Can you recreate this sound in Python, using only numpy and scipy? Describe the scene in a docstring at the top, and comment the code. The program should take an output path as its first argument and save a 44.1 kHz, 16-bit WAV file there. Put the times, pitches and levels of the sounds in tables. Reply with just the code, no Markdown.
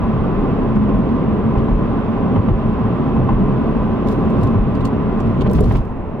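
"""Inside a car crossing a bridge at a steady speed, a stereo microphone behind the windscreen.
The rough deck drives the cabin's resonances through the tyres; off to the right, loose trim ticks
and rattles. Each deck joint slaps the front tyres, then the rear ones, and thumps the body.
After a big expansion joint the car rolls onto smoother, quieter asphalt."""
import sys
import numpy as np
from scipy import signal
from scipy.fft import rfft, irfft
from scipy.io import wavfile
from scipy.ndimage import uniform_filter1d, minimum_filter1d

SR = 44100
rng = np.random.default_rng(int(sys.argv[2]) if len(sys.argv) > 2 else 0)


def store_pcm(level_fs):
    """Save levels as 16-bit WAV."""
    pcm = np.round(np.clip(level_fs, -1, 1) * 32767).astype(np.int16)
    wavfile.write(sys.argv[1], SR, np.atleast_2d(pcm).T)


N = 273420
DECK_END_S = 5.79
AXLE_LAG_S = .127  # rear tyres after front tyres

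def amp(db):
    """Decibels to gain."""
    return 10 ** (np.asarray(db) / 20)

def unit_rms(x):
    """Scales to an rms of 1."""
    return x / np.sqrt(np.mean(x ** 2) + 1e-20)

def curve(points, hz):
    """A table joined by straight lines over log frequency."""
    points_hz, values = np.transpose(points)
    return np.interp(np.log(hz + 1), np.log(points_hz + 1), values)

def bins():
    """The frequencies of a whole-length spectrum."""
    return np.fft.rfftfreq(N, 1 / SR)

def steadied(x, window_s):
    """Takes the slow chance swells out of a noise and leaves its fast grain."""
    power = uniform_filter1d((x ** 2).mean(0), int(window_s * SR))
    return x / np.sqrt(uniform_filter1d(power, int(window_s * SR / 2)) + 1e-12)

def strike(t, rise_s, decay_s):
    """Envelope of a blow: quick rise, exponential fall."""
    shape = (1 - np.exp(-t / rise_s)) * np.exp(-t / decay_s)
    return shape / shape.max()

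def arch(start_s, length_s):
    """An envelope that swells and falls once."""
    return np.sin(np.pi * np.clip((np.arange(N) / SR - start_s) / length_s, 0, 1))

# Resonances around the microphone, of body, cabin air, tyre cavity and tread: pitch_hz, width_hz, lift_db
RESONANCES = [(30.8, 7.6, 12), (127, 10, 6.5), (187.7, 28, 5.5), (222.9, 19.5, 12), (272, 40, 7),
              (370, 31, 5.0), (425.2, 42, 6.5), (637, 5.3, 5), (800.6, 12, 6.5), (1000, 47, 9),
              (1059, 20, 10), (1130, 52, 3.5), (1173, 39, 6), (1330, 28, 3), (1507, 25, 4), (2020, 26, 2),
              (2600, 22, 1.5), (4820, 625, 6), (7000, 410, 3)]
def resonance_db(hz):
    """How far the cabin's resonances raise each frequency."""
    return sum(db / (1 + (2 * (hz - pitch) / width) ** 2) for pitch, width, db in RESONANCES)

# How alike the microphone's two ports hear the cabin off resonance: frequency_hz, coherence
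PORT_COHERENCE = [(30, .995), (150, .97), (350, .8), (550, .87), (850, .65), (1500, .48), (1900, .7),
                  (2650, .62), (3100, .15), (7000, .3), (15000, .2)]
# Phase between the ports: frequency_hz, left_lead_rad
PORT_LEAD = [(30, -0.55), (60, 0.8), (110, 0.51), (230, 0.8345), (900, 0.58), (1900, 0), (2350, 2.1),
             (3200, -4.5), (4500, 3.5), (7000, -2.5)]
# Balance between the ports: frequency_hz, left_minus_right_db
PORT_BALANCE = [(80, 0), (280, -0.5), (365, 2), (490, -1.5), (570, -3), (770, 0.5), (950, -1.3), (1100, -1),
                (1700, -3), (2400, -1.5), (6000, -3), (14000, -2)]
def noise_at_mic(spectrum):
    """Noise at both ports; resonances reach them more alike than the diffuse rest."""
    hz = bins()
    left, diffuse = np.exp(2j * np.pi * rng.random((2, len(hz))))
    coherence = np.clip(1 - (1 - curve(PORT_COHERENCE, hz)) / amp(resonance_db(hz)), 0, 1)
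    right = coherence * left + np.sqrt(1 - coherence ** 2) * diffuse
    right *= np.exp(-1j * curve(PORT_LEAD, hz))
    lean = amp(curve(PORT_BALANCE, hz) / 2)
    return unit_rms(irfft(np.array([left * lean, right / lean]) * spectrum, N))

def tone_at_mic(hz, t):
    """A sine of random phase as it reaches the two ports."""
    lag_rad = np.array([[0], [curve(PORT_LEAD, hz)]])
    return np.cos(2 * np.pi * (hz * t + rng.random()) - lag_rad)

# Rolling on the bridge, heard from inside: frequency_hz, density_db
DECK_SPECTRUM = [(12, -26), (28, -12.5), (70, -7.5), (150, -9), (260, -14.5), (520, -20.5), (900, -28),
                 (1250, -32), (1700, -40), (2800, -45), (3500, -51), (4100, -60.5), (6000, -72.5),
                 (15500, -84.5)]
# The surface under the tyres; the sound follows part of each column's swing about its mean:
# time_s, long_waves_db, unevenness_db, grain_db
DECK_SURFACE = [(0.0, -21.5, -21.5, -29), (0.48, -22.5, -20, -28.5), (0.8, -21.5, -19, -30.5),
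                (1.2, -25, -18.5, -30.5), (1.73, -21.5, -19.5, -30.5), (2.03, -26.5, -22.5, -29),
                (2.32, -26.5, -17, -29), (2.59, -20, -22.5, -31), (2.95, -27, -20, -29),
                (3.37, -17.5, -19.5, -29.5), (3.67, -25, -19.5, -28.5), (4.06, -23.5, -20, -29.5),
                (4.39, -22, -17, -27.5), (4.62, -20.5, -21.5, -31.5), (5.14, -25, -21, -30),
                (5.4, -19, -19.5, -31)]
def deck_roll():
    """The deck shakes the body, drones in the cabin and roars in the treads; air hisses past the glass."""
    t, hz = np.arange(N) / SR, bins()
    colour = amp(curve(DECK_SPECTRUM, hz) + resonance_db(hz)) * hz ** 2 / (hz ** 2 + 8 ** 2)
    low, mid, high = (1 / (1 + (hz / cutoff_hz) ** 10) for cutoff_hz in (160, 560, 1600))
    times, *levels = np.transpose(DECK_SURFACE)
    waves, unevenness, grain = (np.interp(t, times, db - db.mean()) for db in levels)

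    def band(power_share, steady_s):
        """One steady part of the rolling noise."""
        return steadied(noise_at_mic(colour * np.sqrt(abs(power_share))), steady_s)

    rumble = amp(-20.5 + .76 * waves) * band(low, .16)
    drone = amp(-18 + .7 * unevenness) * band(mid - low, .14)
    tread = amp(-28 + .64 * grain) * band(high - mid, .28)
    wind = amp(-42.5 + .4 * grain) * band(1 - high, .21)
    return rumble + drone + tread + wind

# The duller roll past the bridge, from the same seat: frequency_hz, density_db
ASPHALT_SPECTRUM = [(15, -12.5), (29, -7), (50, -8.5), (150, -13), (260, -14), (420, -19.5), (620, -23),
                    (950, -25), (1280, -33.5), (1760, -41.5), (2700, -46), (4000, -62), (6000, -75),
                    (15500, -82)]
def road(crossfade_s=.067, asphalt_db=-23.5, resonance_share=.37):
    """The rough deck gives way to asphalt, which barely wakes the resonances."""
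    hz = bins()
    colour = amp(curve(ASPHALT_SPECTRUM, hz) + resonance_share * resonance_db(hz))
    asphalt = amp(asphalt_db) * steadied(noise_at_mic(colour), .74)
    on_asphalt = np.clip(.5 + (np.arange(N) / SR - DECK_END_S) / crossfade_s, 0, 1)
    return np.sqrt(1 - on_asphalt) * deck_roll() + np.sqrt(on_asphalt) * asphalt

# Spells of shaking in the trim, right of the microphone: start_s, length_s, level_db
CHATTER_SPELLS = [(4.04, 0.55, -69), (4.091, .035, -51), (4.372, .075, -58), (5.16, 0.42, -65.5),
                  (5.535, 0.25, -50.5), (5.78, 0.11, -72)]
def trim_chatter(contacts_per_s=9000, spread_db=2.5, clump_db=2.5,
                 rise_s=.023, fall_s=.016, settle_s=.07, settle_db=-13.5):
    """Tiny contacts of the shaken trim clump into a rustle; the last loose parts settle slowly."""
    t, shaking = np.arange(N) / SR, np.zeros(N)
    for start_s, length_s, db in CHATTER_SPELLS:
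        after_s = np.maximum(t - start_s - length_s, 0)
        release = np.exp(-after_s / fall_s) + amp(settle_db) * np.exp(-after_s / settle_s)
        shaking += amp(db) * np.clip((t - start_s) / rise_s, 0, 1) * release
    contacts = amp(spread_db * np.minimum(rng.exponential(1, (2, N)), 4))
    contacts *= rng.random((2, N)) < contacts_per_s / SR
    contacts *= amp(clump_db * unit_rms(uniform_filter1d(rng.standard_normal(N), size=260)))
    contacts *= rng.standard_normal((2, N))
    colour = amp(curve([(1000, -21), (3200, 7), (8000, -7), (12000, -10.5), (15500, -10)], bins()))
    return shaking * unit_rms(irfft(rfft(contacts) * colour, N))

def faint_knocks(count=8, level_db=-56.5, pitch_hz=4200, length_s=.005):
    """Light knocks at random moments on the deck, each a little different in level and pitch."""
    return [(when * DECK_END_S, level_db + 4 * (force - .5), pitch_hz * 2 ** (pitch - .5), length_s)
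            for when, force, pitch in rng.random((count, 3))]

# The ring of the plastic trim: frequency_hz, density_db
TRIM_SPECTRUM = [(600, -8), (2000, 16.5), (3200, 8.5), (4500, 3.5), (6000, -5.5), (7800, -5.5), (9200, -10),
                 (10500, -6.5), (12500, -8.5), (15500, -5)]
# Loose trim knocking, right of the microphone: start_s, level_db, pitch_hz, length_s
TRIM_KNOCKS = [(.63, -54, 6000, .004), (.756, -53, 5500, .005), (1.088, -45, 3440, .005),
               (1.165, -51, 4500, .004), (1.574, -48.5, 3800, 0.021), (1.689, -48, 4500, .005),
               (4.072, -40.5, 5600, .003), (4.084, -40, 6400, 0.0053), (4.302, -49.5, 7000, 0.0035),
               (4.432, -43, 8200, 0.0063), (4.470, -43, 5500, .004), (4.749, -46, 4600, .01),
               (4.805, -45, 4180, 0.011), (4.85, -34.5, 6000, 0.0072), (4.864, -48, 6700, 0.012),
               (5.198, -47.5, 6000, .01), (5.407, -36, 4500, 0.012), (5.468, -39, 2800, 0.0076),
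               (5.497, -33, 5000, .002), (5.505, -44, 7500, 0.0017), (5.512, -37, 11000, .003),
               (5.532, -35, 10000, 0.0034), (5.551, -30, 3980, 0.0019), (5.605, -35, 9000, 0.0044),
               (5.636, -38.5, 6000, .008), (5.706, -43, 2600, .009), (5.721, -36, 9000, .0025),
               (5.749, -35.5, 2600, 0.014)]
def trim_ticks(rise_s=.0013, tail_s=.015, tail_db=-16, grit_db=3.5, focus_db=7, uneven_db=2.5):
    """Plastic parts buzz together for milliseconds, each around its own pitch; the cabin adds a tail."""
    size, out = 8192, np.zeros((2, N))
    t, hz = np.arange(size) / SR, np.fft.rfftfreq(size, 1 / SR)
    for start_s, db, pitch_hz, length_s in list(TRIM_KNOCKS) + faint_knocks():
        grit = unit_rms(amp(grit_db * np.repeat(rng.standard_normal(size // 32), 32)))
        fall = np.exp(-.5 * (t / length_s) ** 2) + amp(tail_db) * np.exp(-t / tail_s)
        envelope = (1 - np.exp(-t / rise_s)) * fall
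        # every contact point favours other resonances of the panel
        contact_db = uneven_db * unit_rms(uniform_filter1d(rng.standard_normal(len(hz)), size=120))
        off_pitch_db = focus_db * np.log2((hz + 1) / pitch_hz) ** 2
        colour = amp(curve(TRIM_SPECTRUM, hz) + contact_db - off_pitch_db)
        burst = unit_rms(irfft(rfft(rng.standard_normal((2, size))) * colour)) * envelope * grit
        slot = out[:, int(start_s * SR):][:, :size]
        slot += amp(db) * burst[:, :slot.shape[1]]
    return out

def from_right(x):
    """The trim lies to the right, so the left port is shaded, more so in the treble."""
    lean = amp(curve([(2000, -.5), (5000, -2), (9000, -4.4), (14000, -5.4)], bins()) / 2)
    return irfft(rfft(x) * np.array([lean, 1 / lean]), N)

# Each axle on the expansion joint's steel plates, under the floor: start_s, length_s, level_db
PLATE_CROSSINGS = [(5.455, 0.093, -20), (5.58, 0.092, -19.5)]
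# The plates' hollow roar: frequency_hz, density_db
PLATE_SPECTRUM = [(100, -18), (290, 0), (420, -1), (600, -3), (850, -16), (1500, -38), (5000, -68)]
# The deep rumble of the body around the microphone: frequency_hz, density_db
HEAVE_SPECTRUM = [(10, -18), (26, -1), (60, -5), (120, -10), (300, -15.5), (700, -47), (3000, -90)]
def expansion_joint(heave_db=-13.5):
    """The tyres drum across steel plates, axle by axle, above one long heave of the body."""
    roar = steadied(noise_at_mic(amp(curve(PLATE_SPECTRUM, bins()))), .055)
    heave = steadied(noise_at_mic(amp(curve(HEAVE_SPECTRUM, bins()))), .055)
    crossings = sum(amp(db) * arch(start_s, length_s) for start_s, length_s, db in PLATE_CROSSINGS)
    return roar * crossings + heave * amp(heave_db) * arch(start_s=5.52, length_s=.32)

# The ring of a struck tyre, heard from inside: pitch_hz, level_db
TYRE_MODES = [(420, -9), (800, -3), (910, -7), (1020, 0), (1130, -12), (1480, -20), (2050, -23),
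              (2650, -28)]
# Chips and stray edges catching one tyre: start_s, slap_db, scuff_over_ring_db
ROAD_CHIPS = [(.034, -26.5, -11), (.455, -34, -7), (5.751, -38.5, 14)]
# Deck joints meeting the front tyres; the last four columns drive the body's thumps:
# start_s, slap_db, scuff_over_ring_db, rear_over_front_db, boom_db, boom_hz, boom_swell_s, bounce_db
DECK_JOINTS = [(.768, -32.5, 0.5, 1, -6, 209, 0.035, -13.5),
               (1.553, -23.5, -8, -0.5, -19, 108.5, 0.028, -8.5),
               (2.357, -26.5, 3.5, -3, -5.5, 100, 0.017, -14),
               (3.162, -25, -10.5, 7.5, -8, 127.6, 0.026, -21), (4.416, -31.5, -11, 6, -7, 103, 0.021, -12),
               (5.459, -31.5, 6, -4, -8, 194.3, 0.027, -13), (5.581, -37, 11.5, 5, -17.5, 91.2, 0.073, -13)]
def tyre_slaps(rise_s=.0022, decay_s=.01):
    """A joint strikes the front tyres, then the rear; they ring briefly, and sharp edges add a scuff."""
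    t, out = np.arange(N) / SR, np.zeros((2, N))
    scuff_hz_db = [(100, -17), (300, 3), (900, 8), (1600, -7), (2900, -14), (5000, -34.5), (10000, -61.5)]
    scuff = noise_at_mic(amp(curve(scuff_hz_db, bins())))
    front = [(s, db, scuff_db) for s, db, scuff_db, *_ in DECK_JOINTS]
    rear = [(s + AXLE_LAG_S, db + rear_db, scuff_db) for s, db, scuff_db, rear_db, *_ in DECK_JOINTS]
    for start_s, db, scuff_db in front + rear + list(ROAD_CHIPS):
        span = (t >= start_s) & (t < start_s + 10 * decay_s)
        age = t[span] - start_s
        ring = unit_rms(sum(amp(mode_db) * tone_at_mic(hz, age) for hz, mode_db in TYRE_MODES))
        out[:, span] += amp(db) * strike(age, rise_s, decay_s) * (ring + amp(scuff_db) * scuff[:, span])
    return out

# Single jolts of the body around the microphone: crest_s, relative_db, pitch_hz, swell_s
BODY_JOLTS = [(2.86, -14, 112, 0.033), (3.44, -13, 196.4, 0.062), (3.8, -16, 51.7, 0.036),
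              (5.29, -8.5, 105, 0.017), (5.567, -6, 61.5, 0.019), (5.614, -7, 417, 0.012),
              (5.7, -9, 111.5, 0.034), (5.81, -7, 59, 0.0058)]
def body_thumps(level_db=-2.5, boom_lag_s=.032, front_bounce_hz=54.6, rear_bounce_hz=41,
                fall_over_rise=1.25, shudder_db=-11, shudder_s=.03):
    """The suspension passes on each bump: the cabin booms, the body bounces and the panels shudder."""
    t, out, swells = np.arange(N) / SR, np.zeros((2, N)), list(BODY_JOLTS)
    panel_hz_db = [(20, -13.5), (90, -2.5), (250, -2.5), (450, -10.5), (900, -35), (3000, -78.5)]
    panels = steadied(noise_at_mic(amp(curve(panel_hz_db, bins()))), .08)
    for front_s, *_, boom_db, boom_hz, boom_swell_s, bounce_db in DECK_JOINTS:
        rear_s = front_s + AXLE_LAG_S
        # boom and bounce for each axle; the rear springs bounce lower and later
        swells += [(front_s + boom_lag_s, boom_db, boom_hz, boom_swell_s),
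                   (front_s + .026, bounce_db, front_bounce_hz, .012),
                   (rear_s + boom_lag_s, boom_db - 3, boom_hz, boom_swell_s),
                   (rear_s + .059, bounce_db + 3, rear_bounce_hz, .03)]
        for hit_s in (front_s, rear_s):
            span = (t >= hit_s) & (t < hit_s + 10 * shudder_s)
            envelope = strike(t[span] - hit_s, rise_s=.005, decay_s=shudder_s)
            out[:, span] += amp(boom_db + shudder_db) * envelope * panels[:, span]
    for crest_s, db, pitch_hz, swell_s in swells:
        span = abs(t - crest_s) < 4 * swell_s
        offset_s = t[span] - crest_s
        width_s = np.where(offset_s > 0, fall_over_rise * swell_s, swell_s)
        out[:, span] += amp(db) * np.exp(-(offset_s / width_s) ** 2) * tone_at_mic(pitch_hz, offset_s)
    return amp(level_db) * out

def scene():
    """Everything heard from behind the windscreen."""
    return road() + tyre_slaps() + body_thumps() + from_right(trim_ticks() + trim_chatter()) + expansion_joint()

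def gain_control(x, threshold_db=-12.5, squeeze=.76, sense_s=.015, recover_db_per_s=55):
    """Turns everything down under each loud boom and soon recovers."""
    pole = np.exp(-1 / (sense_s * SR))
    power_db = 10 * np.log10(signal.lfilter([1 - pole], [1, -pole], (x ** 2).mean(0)) + 1e-12)
    recovery_db = recover_db_per_s * np.arange(N) / SR
    held_db = np.maximum.accumulate(power_db + recovery_db) - recovery_db
    over_db = np.maximum(held_db - threshold_db, 0)
    return x * amp(-squeeze * uniform_filter1d(over_db, size=200))

def record(dry):
    """After the microphone: gain control, a limiter that eases down around crests, then a band limit."""
    ceiling, hold_samples, cutoff_hz = .72, 900, 15780
    x = gain_control(dry)
    gain = minimum_filter1d(np.minimum(1, ceiling / (abs(x).max(0) + 1e-9)), hold_samples)
    gain = uniform_filter1d(uniform_filter1d(gain, hold_samples // 2), hold_samples // 2)
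    lowpass = signal.firwin(1023, cutoff_hz, window=("kaiser", 9), fs=SR)
    return signal.oaconvolve(x * gain, lowpass[None], "same")

dry = scene()
out = record(dry)
store_pcm(out)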